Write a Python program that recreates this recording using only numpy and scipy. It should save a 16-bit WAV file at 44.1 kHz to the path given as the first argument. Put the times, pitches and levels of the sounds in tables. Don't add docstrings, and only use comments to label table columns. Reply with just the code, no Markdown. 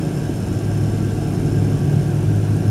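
import sys
import numpy as np
from scipy import signal
from scipy.fft import rfft, irfft
from scipy.io import wavfile
from scipy.ndimage import uniform_filter1d

SR = 44100
rng = np.random.default_rng(int(sys.argv[2]) if len(sys.argv) > 2 else 0)


def persist_wave(psi):
    counts = np.round(np.clip(psi, -1, 1) * 32767).astype(np.int16)
    wavfile.write(sys.argv[1], SR, np.atleast_2d(counts).T)


N = 119070


def gain_of(db):
    return 10 ** (np.asarray(db) / 20)


def evened(x):
    return x / np.sqrt(np.mean(x ** 2) + 1e-20)


def read(points, hz):
    f, value = np.transpose(points)
    return np.interp(np.log(hz + 1), np.log(f + 1), value)


def curve(points):
    return np.interp(np.arange(N) / SR, *np.transpose(points))


def wander(top_hz):
    t = np.arange(0, N + 256, 256) / SR
    slow = sum(np.sin(2 * np.pi * (f * t + rng.random())) / np.sqrt(f)
               for f in np.geomspace(top_hz / 12, top_hz, 12))
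    return np.interp(np.arange(N) / SR, t, evened(slow))


# t/s, f/Hz (turns per second)
FAST_SPEED = [(0, 17.336), (2.7, 17.336)]
SLOW_SPEED = [(0, 16.072), (2.2, 16.072), (2.41, 17.0), (2.7, 17.35)]


def shaft_turns(speed):
    return np.cumsum(curve(speed)) / SR


# multiple of the shaft speed, rms level/dB before drone level and waver
FAST_ORDERS = [(2, -60), (3, -44), (7, -51.5), (8, -71.5), (9, -31.5), (10, -41), (13, -44), (15, -47.5),
               (17, -40), (18, -35.5), (20, -40), (21, -40.5), (22, -45)]
SLOW_ORDERS = [(2, -43), (3, -38), (4, -37.5), (6, -39.5), (8, -33), (9, -25.5), (10, -54), (11, -34.5),
               (12, -44.5), (14, -46), (16, -43.5), (17, -38.5), (19, -48.5), (22, -40), (25, -52.5),
               (28, -42.5)]
# t/s, level/dB
FAST_DRONE = [(0, 2.5), (.3, -5), (.8, 1.5), (1.3, -1.5), (1.65, 3), (1.85, -6), (2.2, 0.5), (2.45, -0.5),
              (2.7, -1)]
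SLOW_DRONE = [(0, 0), (.08, -6), (.3, -4), (.6, -5), (1.0, -1), (1.9, 0.5), (2.2, -2.5), (2.45, -3.5),
              (2.7, -5)]
FAST_FIRES_AT, SLOW_FIRES_AT = .913, .056
FIRINGS = 3
WAVER_DB, WAVER_HZ = 2.5, 5.044


def exhaust(turns, fires_at, orders, drone):
    out = np.zeros(N)
    for order, db in orders:
        phase = rng.random() * (order % FIRINGS > 0)
        level = np.sqrt(2) * gain_of(db + WAVER_DB * wander(WAVER_HZ))
        out += level * np.cos(2 * np.pi * (order * (turns - fires_at) + phase))
    return gain_of(curve(drone)) * out


# place in the turn 0-1, relative level/dB, centre of the ringing region f/Hz
FAST_TICKS = [(.02, -5, 6500), (.19, -1, 7250), (.365, 1, 5300), (.52, -5, 5300), (.69, -7, 5600),
              (.86, -6, 5300)]
SLOW_TICKS = [(.13, -6, 9400), (.30, -6, 8700), (.465, 0, 9500), (.635, -3, 10500), (.80, -3, 6600),
              (.97, -5, 8700)]
FAST_MODE_HZ = [3067, 4310, 4884, 5200, 5306, 5414, 6635, 7152, 7251, 7740, 11280]
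SLOW_MODE_HZ = [5738, 6348, 6429, 7250, 8350, 8645, 8709, 8888, 9420, 9870, 10490, 11280, 11800]
# relative level/dB, t60/s
FAST_RINGS = [(-14, .04), (-12, 0.056), (-17, .04), (-3.5, 0.043), (0, 0.072), (-16, .03), (-4.5, 0.023),
              (-5.5, 0.023), (-3.5, .055), (-8, 0.023), (-4, .02)]
SLOW_RINGS = [(-5, 0.11), (-5.5, 0.038), (-2.5, 0.044), (-5, 0.045), (-7, 0.027), (-10, 0.027), (-4, 0.044),
              (-8, 0.044), (-3.5, 0.027), (-4, 0.024), (-1.5, 0.018), (-2, .02), (-3, 0.033)]
# t/s, level/dB
FAST_CLATTER = [(0, -50), (1.4, -51.5), (2.0, -54.5), (2.3, -59), (2.7, -54)]
SLOW_CLATTER_DB = -51
TICK_SPREAD_DB, TICK_JITTER_S = 1.6, .000015
CHATTER_S, RATTLE = .003, .35
REGION_OCT = 0.85


def valves(turns, ticks, mode_hz, rings, level_db):
    t, out = np.arange(4000) / SR, np.zeros(N)
    puff = np.exp(-t[:500] / CHATTER_S)
    puff /= np.linalg.norm(puff)
    for place, db, region_hz in ticks:
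        at = np.flatnonzero(np.diff(np.floor(turns - place)))
        late, size = rng.standard_normal((64, 2))[:len(at)].T
        at = np.clip(at + np.round(late * TICK_JITTER_S * SR).astype(int), 0, N - 1)
        train = np.zeros(N)
        train[at] = gain_of(db + TICK_SPREAD_DB * size)
        burst = puff * rng.standard_normal(len(puff))
        chatter = train + .5 * signal.oaconvolve(train, burst)[:N]
        rattle = signal.oaconvolve(train, puff)[:N] * rng.standard_normal(N)
        ring = np.zeros(len(t))
        for hz, (mode_db, t60) in zip(mode_hz, rings):
            off_region_db = 4.6 * (np.log2(hz / region_hz) / REGION_OCT) ** 2
            decay = gain_of(mode_db - off_region_db - 60 * t / t60)
            ring += decay * np.sin(2 * np.pi * (hz * t + rng.random()))
        ring *= np.minimum(t / 0.0003, 1)
        out += signal.oaconvolve(chatter + RATTLE * rattle, ring)[:N]
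    return gain_of(level_db) * evened(out)


# f/Hz, relative level/dB per Hz before the deck's dulling
ROAR = [(12, -50), (20, -18), (53, -21), (91, -5), (142, -1), (164, -1.5), (223, -7), (369, -12),
        (449, -15), (516, -22.5), (703, -21.5), (1040, -32), (1270, -34.5), (1580, -29), (1880, -38),
        (2700, -37), (4600, -44), (5440, -37.5), (8050, -42.5), (8760, -39.5), (11600, -44.5), (13000, -56),
        (16200, -60)]
# t/s, level/dB
RUMBLE = [(0, 1), (.15, -1.5), (.28, -0.5), (.34, -1), (.45, 1.5), (.62, -2.5), (1.0, -1.5), (1.35, 0.5),
          (1.75, -0.5), (1.95, 2.5), (2.03, -3.5), (2.3, 1.5), (2.55, 1.5), (2.7, 0.5)]
ROAR_DB, RUMBLE_HZ = -23.5, 260
DULL_LOW_HZ, DULL_HIGH_HZ, DULL_DB = 5000, 12000, -4


def roar():
    frames, hz = N // 256 + 5, np.fft.rfftfreq(2048, 1 / SR)
    real, imag, patches = rng.standard_normal((frames // 2 + 3, len(hz), 3)).T
    patches = uniform_filter1d(patches, size=12, axis=0)
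    patches = evened(uniform_filter1d(patches, size=6, axis=1))
    frame_s = np.arange(real.shape[1]) * 512 / SR - 1024 / SR
    bass = 1 / (1 + (hz / RUMBLE_HZ) ** 4)
    swell = bass[:, None] * np.interp(frame_s, *np.transpose(RUMBLE))
    dulled = (hz > DULL_LOW_HZ) & (hz < DULL_HIGH_HZ)
    spectrum_db = read(ROAR, hz) + DULL_DB * dulled
    shaped = (real + 1j * imag) * gain_of(spectrum_db[:, None] + 1.02 * patches + swell)
    wide = signal.istft(shaped, nperseg=2048, noverlap=1536)[1]
    return gain_of(ROAR_DB) * evened(wide[1024:N + 1024])


# f/Hz, bandwidth/Hz, rms level/dB
HULL = [(457.6, 37, -47.5), (567, 17.6, -46), (670.6, 66, -48), (728, 27, -47), (1139, 20, -57),
        (1369, 64, -56), (1594, 67, -51), (2664, 460, -57.5), (3034, 25, -63)]


def hull_panels():
    out, t = np.zeros(N), np.arange(N) / SR
    for f_hz, width, db in HULL:
        r = np.exp(-np.pi * width / SR)
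        drive = rng.standard_normal((N, 2)) @ [1, 1j]
        envelope = signal.lfilter([1], [1, -2 * r, r * r], drive)
        out += gain_of(db) * evened((envelope * np.exp(2j * np.pi * f_hz * t)).real)
    return out


# t/s, rms level/dB
BOOM = [(0, -55), (.2, -25.5), (.5, -30.5), (.75, -19.5), (1.0, -23), (1.15, -25.5), (1.35, -25.5),
        (1.65, -18), (1.85, -28), (2.1, -24), (2.25, -20.5), (2.38, -16.5), (2.45, -23), (2.53, -15),
        (2.63, -27), (2.7, -13.5)]
BOOM_ORDER = 6


def cabin_boom(turns):
    tone = np.cos(2 * np.pi * BOOM_ORDER * (turns - FAST_FIRES_AT))
    return np.sqrt(2) * gain_of(curve(BOOM)) * tone


# t/s, level/dB before the onset ramp and decay, f/Hz, t60/s
THUDS = [(.294, -2.5, 310, 0.024), (0.516, -3, 144, 0.038), (1.645, -10, 129, .04), (1.883, -4, 151, 0.042),
         (1.965, -4.5, 147, 0.067), (2.585, -12.5, 205, 0.075)]


def thuds():
    out, t = np.zeros(N + SR), np.arange(SR // 8) / SR
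    for s, db, hz, t60 in THUDS:
        decay = np.minimum(t / 0.0026, 1) * gain_of(db - 60 * t / t60)
        out[round(s * SR):][:len(t)] += decay * np.sin(2 * np.pi * hz * t)
    return out[:N]


# f/Hz, left minus right level/dB before the stray part
LEAN = [(60, 1.0), (130, 0.5), (290, 0), (640, -1.0), (1410, -0.5), (3100, 0.0), (6820, 0.5), (15000, 0.0)]
# f/Hz, level/dB relative to the middle
WIDTH = [(50, -25), (500, -28), (1400, -16), (2000, -65), (4500, -59), (5400, -18), (10500, -20.5),
         (11400, -48)]


def two_ports(mid):
    hz = np.fft.rfftfreq(N, 1 / SR)
    lean = gain_of(read(LEAN, hz))
    echo = rng.standard_normal(6000) * gain_of(-60 * np.arange(6000) / 6000)
    stray = rfft(echo / np.linalg.norm(echo), N) * gain_of(read(WIDTH, hz))
    side = irfft(rfft(mid) * ((lean - 1) / (lean + 1) + stray), N)
    return np.array([mid + side, mid - side])


def scene():
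    fast, slow = shaft_turns(FAST_SPEED), shaft_turns(SLOW_SPEED)
    mid = exhaust(fast, FAST_FIRES_AT, FAST_ORDERS, FAST_DRONE)
    mid += exhaust(slow, SLOW_FIRES_AT, SLOW_ORDERS, SLOW_DRONE)
    mid += valves(fast, FAST_TICKS, FAST_MODE_HZ, FAST_RINGS, curve(FAST_CLATTER))
    mid += valves(slow, SLOW_TICKS, SLOW_MODE_HZ, SLOW_RINGS, SLOW_CLATTER_DB)
    mid += roar() + hull_panels() + cabin_boom(fast) + thuds()
    return two_ports(mid)


LOW_CUT_HZ, EDGE_HZ = 34, 16400


def record(dry):
    low_cut = signal.butter(2, LOW_CUT_HZ, "high", fs=SR, output="sos")
    band_limit = signal.firwin(511, EDGE_HZ, window=("kaiser", 9), fs=SR)
    return signal.oaconvolve(signal.sosfilt(low_cut, dry), band_limit[None], "same")


dry = scene()
out = record(dry)
persist_wave(out)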